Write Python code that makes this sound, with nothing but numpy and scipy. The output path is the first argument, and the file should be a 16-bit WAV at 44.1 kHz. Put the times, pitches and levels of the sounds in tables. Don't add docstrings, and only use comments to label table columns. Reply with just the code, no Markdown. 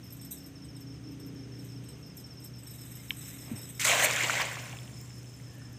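import sys
import numpy as np
from scipy import signal
from scipy.fft import rfft, irfft
from scipy.io import wavfile
from scipy.ndimage import uniform_filter1d

SR = 44100
rng = np.random.default_rng(int(sys.argv[2]) if len(sys.argv) > 2 else 0)


def inscribe(sig):
    pcm = np.round(np.clip(np.atleast_2d(sig).T, -1, 1) * 32767)
    wavfile.write(sys.argv[1], SR, pcm.astype(np.int16))


def magnitude_from_level(level_db):
    exponent = np.asarray(level_db, float) / 20
    return 10 ** exponent


N = 254898

# (time [s], peak level [dB], high ring [Hz], high ring over the low [dB])
HANGING_KNOCKS = [(0.041, -49.5, 12300, 11.5), (0.0655, -55, 12700, 10), (0.1037, -43, 13000, 6),
                  (0.1238, -41.5, 12700, 13.5), (0.167, -39.5, 12200, 0), (0.214, -33.5, 12600, -2),
                  (0.2485, -40, 12100, 9.5), (0.309, -33.5, 12100, 6), (0.316, -27, 12300, 7),
                  (0.344, -39, 12600, 1), (0.375, -39.5, 12500, 0), (0.4339, -55, 12700, 15),
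                  (0.461, -42.5, 12420, 7), (0.6456, -38.5, 12500, -14), (0.7645, -36, 12200, -15),
                  (0.8056, -46, 12180, 7), (0.9213, -49, 12700, -11), (1.1174, -52, 12300, 7),
                  (1.1973, -41, 12400, -2), (1.2645, -52.5, 12800, 16), (1.5878, -45, 11800, -4),
                  (1.649, -40.5, 12180, 2), (1.8398, -39, 11400, -13), (1.888, -34, 12300, -15),
                  (1.9909, -54, 12600, 0), (2.0637, -57, 12500, 12), (2.169, -38, 12740, 9.5),
                  (2.2, -42, 12670, 5), (2.2653, -45, 12300, -7), (2.3042, -56, 12600, 0),
                  (2.331, -56, 11900, 6), (2.402, -45, 12800, 5), (2.410, -43, 12800, -11),
                  (2.4355, -48, 11900, -2), (2.4455, -36.5, 12500, 8.5), (2.557, -55, 12200, 5),
                  (2.5853, -43, 13400, -6)]
# (time [s], level [dB])
NET_LANDING = [
    (3.795, -38.5),
    (3.81, -34.5),
    (3.843, -35.5),
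    (3.847, -33),
    (3.918, -27),
    (3.962, -30.5),
    (4.058, -30),
    (4.064, -33),
    (4.424, -34),
]


def evened(x):
    return x / np.sqrt(np.mean(x ** 2) + 1e-20)


def settled(x, first):
    return x / np.std(x[first:])


def add(mix, s, sound):
    part = mix[round(s * SR):][:len(sound)]
    part += sound[:len(part)]


def curves(rows):
    s, *columns = np.transpose(rows)
    return [np.interp(np.arange(N) / SR, s, c, left=-90, right=-90) for c in columns]


def coloured(x, points, lo_hz=0, hi_hz=30000):
    hz = np.fft.rfftfreq(N, 1 / SR) + 1
    f, db = np.transpose(points)
    edges = 1 / np.sqrt((1 + (lo_hz / hz) ** 8) * (1 + (hz / hi_hz) ** 8))
    return irfft(rfft(x) * magnitude_from_level(np.interp(np.log(hz), np.log(f), db)) * edges, N)


def wander(per_s):
    noise = uniform_filter1d(rng.standard_normal(N), int(SR / per_s / 4) + 1)
    return evened(signal.lfilter([1], [1, -np.exp(-2 * np.pi * per_s / SR)], noise))


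def clicks(per_s, spread_db):
    where, size, sign = rng.random((int(per_s * N / SR), 3)).T
    size_db = spread_db * np.minimum(-np.log(size + 1e-9), 5)
    return np.bincount((where * N).astype(int), magnitude_from_level(size_db) * np.sign(sign - .5), N)


def ring(hz, t60, glide=0.):
    t = np.arange(int(t60 * SR) + 8) / SR
    return magnitude_from_level(-60 * t / t60) * np.sin(2 * np.pi * hz * t * (1 + glide * t / t60))


def ramped(mode, rise_s):
    return mode * np.minimum(np.arange(len(mode)) / SR / rise_s, 1)


def fuzzy_tone(hz, fuzz):
    return (fuzz * np.exp(2j * np.pi * np.cumsum(hz) / SR)).real


def night():
    # (pitch [Hz], level [dB per Hz])
    night_colour = [(24, -51), (40, -34), (130, -8.5), (171, -9), (936, -28.5), (3110, -29.5), (4680, -39),
                    (5260, -30), (5670, -34), (6270, -28.5), (7470, -43), (8460, -33), (9590, -48),
                    (12300, -47), (15800, -54.5)]
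    hiss = coloured(rng.standard_normal(N), night_colour, lo_hz=55.0)
    hiss /= np.std(coloured(hiss, [(1, 0), (2, 0)], 500, 4000))
    return magnitude_from_level(-61 + 0.5 * wander(0.67)) * hiss


def engine():
    # (time [s], main firing tone [dB], load [0-1])
    engine_run = [(0.0, -51, 0.14), (0.21, -50, 0.58), (0.4, -67, 0.42), (0.69, -49, 0.66),
                  (1.19, -49.5, 1.0), (1.5, -46.5, 0.7), (1.77, -45.5, 0.75), (1.95, -51.5, 0),
                  (2.11, -58, 0.4), (2.28, -50, 0.1), (3.35, -49, 0.39), (3.98, -46, 0.52),
                  (4.81, -46.5, 0), (5.78, -47, 0)]
    # (multiple of the shaft speed, level [dB])
    shaft_orders = [(3, -22), (7, -27), (8, -9), (9, 1), (10, -3), (12, -20), (13, -10), (14, -14),
                    (15, -19.5), (16, -14)]
    # (pitch [Hz], level [dB per Hz])
    rumble_colour = [(26, -36), (45, -2), (118, -2), (145, -4.5), (217, -6), (276, -8), (351, -11.5),
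                     (700, -51), (910, -46), (1540, -120)]
    shaft_hz, pipe_lag_s, load_lift_db = 30.42, 0.27, 15.5
    t = np.arange(N) / SR
    line_db, load = curves(engine_run)
    late = np.interp(t - pipe_lag_s, t, load)
    orders_db = -61 + load_lift_db * load
    pipe_db = -56.5 + 7 * late
    shift_db = load_lift_db * (late - load)
    turns = 2 * np.pi * np.cumsum(shaft_hz * (1 + 0.0035 * wander(2.97))) / SR
    main = np.sqrt(2) * magnitude_from_level(line_db - .3 + 1.7 * wander(16)) * np.cos(4 * turns)
    pipe = magnitude_from_level(pipe_db + 1.5 * wander(6)) * (np.cos(5 * turns + 1) + .6 * np.cos(6 * turns + 3))
    orders = np.zeros(N)
    for k, db in shaft_orders:
        level = magnitude_from_level(db + shift_db * (k > 11) + 2.3 * wander(7.9))
        orders += level * np.cos(k * turns + 6 * rng.random())
    second_motor = np.sqrt(2) * magnitude_from_level(-60.5 + 0.62 * wander(3.7)) * np.cos(2 * np.pi * 69.5 * t)
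    rumble = evened(coloured(rng.standard_normal(N), rumble_colour, lo_hz=59.5, hi_hz=900))
    return main + magnitude_from_level(-0.5) * pipe + magnitude_from_level(orders_db - 2.0) * orders + second_motor + magnitude_from_level(-55.5) * rumble


def strokes():
    # (start [s], level [dB])
    triples = [(0.0315, -54), (0.1965, -54), (0.371, -54), (0.8696, -54), (1.039, -55), (1.2, -55.5),
               (1.3596, -55.5), (1.52, -53.5), (1.689, -54), (1.8587, -55.5), (2.028, -52.5), (2.9196, -56),
               (3.2155, -53.5), (3.3859, -52.5), (3.5594, -50), (4.44, -57), (4.601, -57), (4.763, -58),
               (4.934, -55), (5.097, -55.5), (5.265, -58), (5.429, -59)]
    # (start [s], level [dB])
    doubles = [(2.4235, -53), (2.537, -52.5), (2.6665, -52), (2.7833, -53), (3.0827, -55), (3.7458, -55),
               (5.615, -58.5), (5.733, -58.5)]
    # (start [s], level [dB])
    slow_runs = [
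        (0.557, -53),
        (2.1766, -49.5),
    ]
    # (start [s], level [dB])
    lone = [
        (0.8125, -53),
        (5.53, -69),
    ]
    gap_s, last_gap_s, slow_gap_s, second_db = .0325, .0388, .065, 0.5
    kinds = [(triples, [0, gap_s, gap_s + last_gap_s], [0, second_db, 0]),
             (doubles, [0, gap_s], [0, second_db]),
             (lone, [0], [0]),
             (slow_runs, slow_gap_s * np.arange(4), np.zeros(4))]
    return [(s + late, db + step) for rows, lates, steps in kinds
            for s, db in rows for late, step in zip(lates, steps)]


def cricket():
    turned_s = 4.4
    t, out = np.arange(int(.033 * SR)) / SR, np.zeros(N)
    shape = np.minimum(t / .006, 1) * np.minimum((t[-1] - t) / .004, 1)
    all_strokes = strokes()
    for (s, db), (a, b, c) in zip(all_strokes, rng.standard_normal((len(all_strokes), 3))):
        turned = s > turned_s
        fall_hz = (570 - 90 * turned) * (t / t[-1]) ** (2.5 + .3 * c)
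        hz = (5420 - 70 * turned - fall_hz) * (1 + .003 * a)
        level = magnitude_from_level(db + 5.0 - 330 * t + 0.64 * c)
        add(out, s - .0035, level * shape * np.sin(2 * np.pi * np.cumsum(hz) / SR + 3 * b))
    echo = np.zeros(int(.0068 * SR) + 1)
    echo[0], echo[-1] = 1, .35
    bank = np.arange(int(.12 * SR)) / SR
    reeds = rng.standard_normal(len(bank)) * magnitude_from_level(-60 * bank / .25) * (bank > .01)
    scattered = out * magnitude_from_level(np.where(np.arange(N) / SR > turned_s, -28.5, -34.5))
    return signal.oaconvolve(out, echo)[:N] + signal.oaconvolve(scattered, reeds)[:N]


def chain_knocks():
    # (time [s], peak level [dB], high ring [Hz], high ring over the low [dB])
    swung_knocks = [(2.633, -32.5, 12000, -7), (2.6738, -35, 12600, 0), (2.7071, -44, 11960, 14),
                    (2.7541, -40, 11900, 2), (2.8092, -37.5, 12600, 4), (2.8534, -38.5, 11900, 2),
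                    (2.9148, -35, 11800, 3.5), (2.9535, -35, 12400, 5), (3.0947, -38, 12000, 11),
                    (3.169, -33, 11400, -1), (3.275, -33, 12300, -6), (3.561, -33, 12400, -6),
                    (3.576, -33, 12200, -3), (3.614, -34, 12600, 1), (3.6895, -29.5, 12000, -6)]
    # (time [s], peak level [dB], high ring [Hz], high
    # ring over the low [dB])
    low_knocks = [
        (3.190, -31, 11600, -8),
        (3.238, -37, 11700, -6),
        (3.629, -31, 11900, -5),
        (3.653, -33, 11800, -7),
        (3.677, -36, 11900, -8),
        (3.722, -37, 11800, -6),
        (3.750, -36, 12000, -6),
    ]
    kinds = [(8420, HANGING_KNOCKS), (8160, swung_knocks), (7850, low_knocks)]
    knocks = [(low_hz, *row) for low_hz, rows in kinds for row in rows]
    out, rise_s = np.zeros(N), 0.00071
    for (low_hz, s, db, high_hz, high_db), chance in zip(knocks, rng.uniform(-1.3, 1, (len(knocks), 4, 3))):
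        low_hz *= 1 + 0.0128 * chance[0, 1]
        for k, (late, size, loud) in enumerate(chance):
            at = s + 0.006 * k * (1 + 0.31 * late)
            hit_db = db - 5.4 * k + 2.4 * loud * (k > 0)
            low = ramped(ring(low_hz * (1 + 0.0044 * k * size), 0.074), rise_s)
            high = ramped(ring(high_hz * (1 + 0.0128 * k * size), 0.07), rise_s)
            add(out, at, magnitude_from_level(hit_db - 12.0) * low)
            add(out, at, magnitude_from_level(hit_db - 14.5 + high_db) * high)
            add(out, at, magnitude_from_level(hit_db - 24.5 - .5 * high_db) * ring(low_hz * (.42 + .06 * size), 0.023))
            add(out, at, magnitude_from_level(hit_db - 16) * ring(11000 * (1 + 0.22 * size), .0015))
    return out


def shaking():
    # (time [s], rattle level [dB])
    swing = [
        (1.5, -77.5),
        (1.65, -62.5),
        (1.8, -72),
        (2.5, -82.5),
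        (2.68, -56),
        (3.15, -53),
        (3.22, -47.5),
        (3.52, -53.5),
        (3.8, -53),
    ]
    t = np.arange(N) / SR
    swing_db = curves(swing)[0]
    links, mesh = magnitude_from_level(swing_db), np.zeros(N)
    for s, db, _, high_db in HANGING_KNOCKS:
        at = slice(round((s - .03) * SR), round((s + .25) * SR))
        u = t[at] - s
        fade = magnitude_from_level(db - 20 - 319 * np.maximum(u, 0))
        shiver = fade * np.exp(np.minimum(u, 0) / 0.0029)
        links[at] += shiver
        mesh[at] += shiver * magnitude_from_level(-15 + 0.67 * high_db)
    return links, mesh, magnitude_from_level(swing_db - 14.5)


def chain_rattle():
    # (pitch [Hz], level [dB])
    mesh_colour = [(1500, 0), (2200, 4), (3800, -1.5), (4600, -35), (6000, 3.5), (8300, 5.5), (10200, -7.5),
                   (12200, 5.5), (13800, -1), (15500, -2.5)]
    rattle, shiver, rustle = shaking()
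    links, link_t60 = np.zeros(N), 0.06
    for size, other in zip(np.linspace(-1, 1, 16), rng.permutation(np.linspace(-1, 1, 16))):
        link = ring(8150 * (1 + 0.044 * size), link_t60)
        link = link + magnitude_from_level(-8.5) * np.resize(ring(3800 * (1 + 0.0675 * size), link_t60), len(link))
        link = link + magnitude_from_level(-5.5) * np.resize(ring(12200 * (1 + 0.0487 * other), link_t60), len(link))
        links += signal.oaconvolve(clicks(75, 3.76) * rattle, link / 12)[:N]
    mesh = evened(coloured(clicks(3500, 2.1), mesh_colour, lo_hz=1190))
    bright_mesh = coloured(mesh, [(1, 0), (2, 0)], lo_hz=4340)
    return magnitude_from_level(6.0) * links + magnitude_from_level(2.0 * wander(60) + 11.5) * (rustle * mesh + shiver * bright_mesh)


def tinkle():
    t, out = np.arange(N) / SR, np.zeros(N)
    for hz in np.linspace(11500, 13400, 8):
        ping = ring(hz, .03)
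        ping *= np.minimum(np.arange(len(ping)) / 50, 1)
        out += signal.oaconvolve(clicks(6, 2.8) * (t < 3.79), ping)[:N]
    return magnitude_from_level(-70) * out


def hand_line():
    # (time [s], level [dB], pitch [Hz])
    line_runs = [
        [(2.955, -78, 2090), (2.98, -63, 2110), (3.03, -67.5, 2130), (3.06, -78, 2280)],
        [(3.295, -78, 1870), (3.31, -65, 1930), (3.364, -62, 2170), (3.41, -76, 2200)],
    ]
    fuzz = wander(30) + 1j * wander(30)
    return sum(magnitude_from_level(db) * fuzzy_tone(hz, fuzz) for db, hz in map(curves, line_runs))


def line_snap():
    # (pitch [Hz], level [dB], time to die by 60 dB [s])
    snap_rings = [(2250, -27, .014), (2700, -34, .008), (3100, -26, .016), (3650, -30, .008),
                  (6000, -38, .01), (1750, -34, .01)]
    out, snap_s = np.zeros(N), 3.10713
    u = np.arange(-80, 80) / SR
    crack = np.exp(-(u / .00029) ** 2) * np.sin(2 * np.pi * 2850 * u)
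    add(out, snap_s - 80 / SR, magnitude_from_level(-13) * crack)
    for hz, db, t60 in snap_rings:
        add(out, snap_s, magnitude_from_level(db) * ramped(ring(hz, t60), .0006))
    return out


def drops():
    # (time [s], peak level [dB], pitch [Hz], length [cycles])
    main_drops = [(3.916, -13.5, 2110, 4.8), (4.1106, -20, 6800, 9), (4.162, -19, 7000, 6.7),
                  (4.207, -20, 2040, 6), (4.236, -17.5, 6900, 4.7), (4.234, -36.5, 335.7, 4.9),
                  (4.2969, -12, 1370, 3.1), (4.3013, -19, 2400, 2.6), (4.305, -16.5, 2160, 4),
                  (4.399, -16.5, 900, 1.6), (4.4185, -20.5, 4680, 5.1), (4.427, -31.5, 5900, 23),
                  (4.455, -26, 8000, 5), (4.695, -38.5, 6800, 9.1), (4.727, -34.5, 2560, 3.8),
                  (4.734, -38.5, 760, 4), (4.77, -36.5, 2500, 4.8), (4.788, -37, 3280, 7),
                  (4.82, -44, 2350, 5.1), (4.878, -37, 2860, 2.2), (5.105, -37, 2260, 1.7),
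                  (5.231, -43, 6250, 6.1), (5.244, -45, 2600, 3.1), (5.4, -45.5, 1900, 3.8),
                  (5.619, -48, 1440, 4.5)]
    # (time [s], peak level [dB], pitch [Hz], length [cycles])
    more_drops = [(3.116, -44.5, 1010, 4), (4.2268, -23, 6980, 4), (4.209, -28, 13800, 6),
                  (4.3086, -21, 6210, 4), (4.354, -24, 5080, 4.4), (4.367, -30, 13500, 5),
                  (4.413, -27, 12520, 5), (4.47, -34, 2300, 8), (4.484, -35, 2300, 8),
                  (4.512, -33, 1850, 4), (4.532, -37, 7000, 5), (4.557, -33, 5250, 5),
                  (4.573, -39, 5500, 3), (4.581, -37, 2080, 4), (4.591, -35, 2320, 6.3),
                  (4.5975, -37, 5860, 5), (4.6109, -37, 7000, 4), (4.6563, -39, 8400, 5),
                  (4.801, -45, 6910, 5)]
    out = np.zeros(N)
    for s, db, hz, cycles in main_drops + more_drops:
        bubble = ring(hz, 4 * max(cycles, 1) / hz, glide=.1)
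        add(out, s, magnitude_from_level(db + 4) * ramped(bubble, 1.2 / hz))
    return out


def footfall():
    # (time [s], level [dB], start pitch [Hz], end pitch [Hz], time to die by 60 dB [s])
    thumps = [
        (3.513, -26, 243, 187, 0.11),
        (3.533, -33.5, 105, 102, 0.17),
    ]
    # (time [s], level [dB])
    scuff = [
        (3.42, -66),
        (3.47, -55.5),
        (3.53, -53),
        (3.6, -55),
        (3.72, -67),
    ]
    out = np.zeros(N)
    for s, db, start_hz, end_hz, t60 in thumps:
        add(out, s, magnitude_from_level(db) * ramped(ring(start_hz, t60, glide=end_hz / start_hz - 1), 0.0034))
    grit = coloured(clicks(1500, 2.3), [(500, 5.0), (1300, -5.5), (2800, -0.5)], 300, 2640)
    return out + magnitude_from_level(curves(scuff)[0]) * evened(grit)


def water_levels():
    # (while landing [dB], change [dB per s], while settling [dB],
    # last fizz [dB], fade of the fizz [dB per s])
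    gurgle = (-17.5, 16.5, -6, -79, -4)
    body = (0, 0.5, 0.5, -79.5, 15)
    spray = (-9, -3, -21, -57.5, 9.5)
    mist = (-12.5, -8.5, -24, -61.5, 13)
    # (start level [dB], fall [dB per s])
    settle = [(-43.5, 72), (-44, 40)]
    # (time [s], lift [dB], fall [s])
    spray_sheets = [
        (3.797, 12.5, 0.045),
        (3.845, 11.5, 0.045),
        (3.875, 2, 0.014),
    ]
    t, start, end = np.arange(N) / SR, NET_LANDING[0][0], NET_LANDING[-1][0]
    settling = sum(magnitude_from_level(db - fall * np.maximum(t - end, 0)) for db, fall in settle)
    plunge = 9.3 * np.clip((t - 3.846) / 0.022, 0, 1) * (t < 4.113) - 25 * (t < 3.842)
    sheets = sum(db * np.exp(-np.maximum(t - s, 0) / fall) * (t > s) for s, db, fall in spray_sheets)
    landing_db = curves(NET_LANDING)[0]
    levels = []
    for part, lift in [(gurgle, plunge), (body, 0), (spray, sheets), (mist, 0.22 * sheets)]:
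        share, change, late, fizz, fade = part
        landing_part = landing_db + share + change * (t - start) + lift
        settling_part = 20 * np.log10(settling * magnitude_from_level(late) + magnitude_from_level(fizz - fade * (t - end)))
        levels.append(np.where(t < end, landing_part, settling_part))
    return levels


def patchy(x, spread_db):
    z = signal.stft(x, nperseg=512)[2]
    field = uniform_filter1d(rng.standard_normal(z.shape), size=6, axis=0)
    field = uniform_filter1d(field, size=4, axis=1)
    spread_db = spread_db + .5 * (np.arange(z.shape[1]) * 256 / SR > NET_LANDING[-1][0])
    gain = magnitude_from_level(spread_db * evened(field) - .1 * spread_db ** 2)
    return signal.istft(z * gain, nperseg=512)[1][:N]


def splash():
    # (pitch [Hz], level [dB per Hz])
    water_colour = [(150, -27), (250, -7.5), (393, -6), (501, 0.5), (638, 2.5), (887, -4.5), (1070, -1),
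                    (1210, -8), (1600, -4.5), (2190, 0), (3300, -7.5), (4900, -15.5), (7300, -5.5),
                    (10400, -21.5), (12000, -20.5), (15000, -17.5), (15800, -16.5)]
    # (time [s], lift [dB], lift of the mist [dB], rise [s], fall [s])
    slaps = [
        (3.850, 6, -5, 0.0015, 0.0054),
        (3.885, 2, 1, 0.018, 0.0059),
        (3.917, 0.5, -6, 0.003, 0.013),
        (4.0, 1.5, 6, 0.016, 0.01),
        (4.048, 3, 16, 0.02, 0.012),
        (4.135, 2.5, -1.5, 0.011, 0.0066),
        (4.24, 2.5, -4, 0.016, 0.011),
        (4.306, 1.5, 0, 0.0027, 0.0059),
    ]
    gurgle_db, body_db, spray_db, mist_db = water_levels()
    t, slap_db = np.arange(N) / SR, np.zeros(N)
    sheets_db = spray_db - body_db + 9
    top_db = mist_db + 0.26 * sheets_db * (t < 3.9)
    for s, lift_db, mist_lift_db, rise, fall in slaps:
        bump = np.exp(-((t - s) / np.where(t < s, rise, fall)) ** 2)
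        slap_db = slap_db + lift_db * bump
        mist_db = mist_db + mist_lift_db * bump
        top_db = top_db + .6 * mist_lift_db * bump
    body_db = body_db - 3 * np.clip((t - 4.75) / .02, 0, 1)
    bubbles, first = np.zeros(N), int(NET_LANDING[0][0] * SR) - 2000
    for hz in np.geomspace(420, 14000, 30):
        bubble = ramped(ring(hz, 18 / hz, glide=0.14), 1.75 / hz)
        train = clicks(110 + hz / 15, 2.5)
        bubbles[first:] += evened(signal.oaconvolve(train[first:], bubble)[:N - first]) * np.sqrt(hz)
    water = patchy(.8 * bubbles / np.std(bubbles[first:]) + .6 * rng.standard_normal(N), 1.6)
    bands = [(0, 1300, gurgle_db), (1300, 4600, body_db), (4600, 9400, spray_db),
             (9400, 13000, mist_db), (13000, 30000, top_db - 4.5)]
    out = np.zeros(N)
    for lo, hi, db in bands:
        band = settled(coloured(water, water_colour, lo, hi), first)
        if lo == 9400:
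            band = band / 1.4
        out += magnitude_from_level(slap_db + db + 0.86 * wander(25)) * band
    return out


def drips():
    t, out = np.arange(N) / SR, np.zeros(N)
    for hz in np.geomspace(500, 14500, 16):
        drop = ramped(ring(hz, .0012 + 8 / hz, glide=.1), 0.77 / hz)
        late_fade = 60 if hz < 6000 else 9
        fade_db = -38 - np.minimum(t - 4.42, 18 / 45) * 45 - late_fade * np.maximum(t - 4.85, 0)
        out += signal.oaconvolve(clicks(9 + hz / 500, 3.6) * magnitude_from_level(fade_db) * (t > 4.45), drop)[:N]
    return out


def late_ticks():
    # (time [s], peak level [dB], pitch [Hz])
    droplet_ticks = [(4.8308, -44, 9200), (4.9435, -48, 9040), (4.9482, -45, 7150), (5.0133, -40, 14800),
                     (5.0135, -43, 7200), (5.144, -53, 9940), (5.159, -52, 12500), (5.182, -48, 9800),
                     (5.189, -51, 13800), (5.2299, -54, 13900), (5.2538, -57, 9050), (5.2585, -45, 7300),
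                     (5.2952, -51, 10200), (5.3401, -54, 13800), (5.3645, -52, 12000), (5.372, -53, 10500),
                     (5.391, -52, 10000), (5.3995, -53, 11000), (5.4259, -52, 13700), (5.4823, -54, 12000),
                     (5.5107, -55, 13000), (5.5342, -53, 11600), (5.541, -54, 11500), (5.5486, -50, 14300),
                     (5.554, -52, 11500), (5.585, -49, 13000), (5.596, -54, 10300), (5.6334, -53, 9700),
                     (5.6725, -51, 7140), (5.6963, -57, 11900), (5.721, -55, 12500), (5.7302, -48, 12600),
                     (5.7314, -51, 7500)]
    out = np.zeros(N)
    for s, db, hz in droplet_ticks:
        tick = ring(hz, .003)
        add(out, s, magnitude_from_level(db + 6.5) * tick * np.minimum(np.arange(len(tick)) / 9, 1))
    return out


def frog():
    # (time [s], level [dB], pitch [Hz])
    croak = [
        (5.44, -79, 1790),
        (5.486, -65.5, 1740),
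        (5.678, -64, 1770),
        (5.76, -68, 1746),
    ]
    frog_db, frog_hz = curves(croak)
    throat = wander(56) + 1j * wander(60)
    return magnitude_from_level(frog_db) * fuzzy_tone(frog_hz, throat)


def scene():
    wet = line_snap() + drops() + footfall() + splash() + drips() + late_ticks() + frog()
    t = np.arange(int(.2 * SR)) / SR
    bank = rng.standard_normal(len(t)) * magnitude_from_level(-60 * t / 0.24) * (t > .004)
    wet = wet + magnitude_from_level(-24.0) * signal.oaconvolve(wet, bank / np.linalg.norm(bank))[:N]
    chain = chain_knocks() + chain_rattle() + tinkle()
    return (night() + engine() + cricket() + chain + hand_line() + wet)[None]


def roll_off(x):
    return signal.sosfilt(signal.butter(12, 15970, fs=SR, output="sos"), x)


def record(dry):
    edge = signal.firwin(1001, 15490, window=("kaiser", 9), fs=SR)
    port = signal.sosfilt(signal.butter(2, 48, "high", fs=SR, output="sos"), dry)
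    held = .33 * np.tanh(port / .33)
    mix = signal.oaconvolve(held, edge[None], "same")
    return roll_off(mix)


dry = scene()
out = record(dry)
inscribe(out)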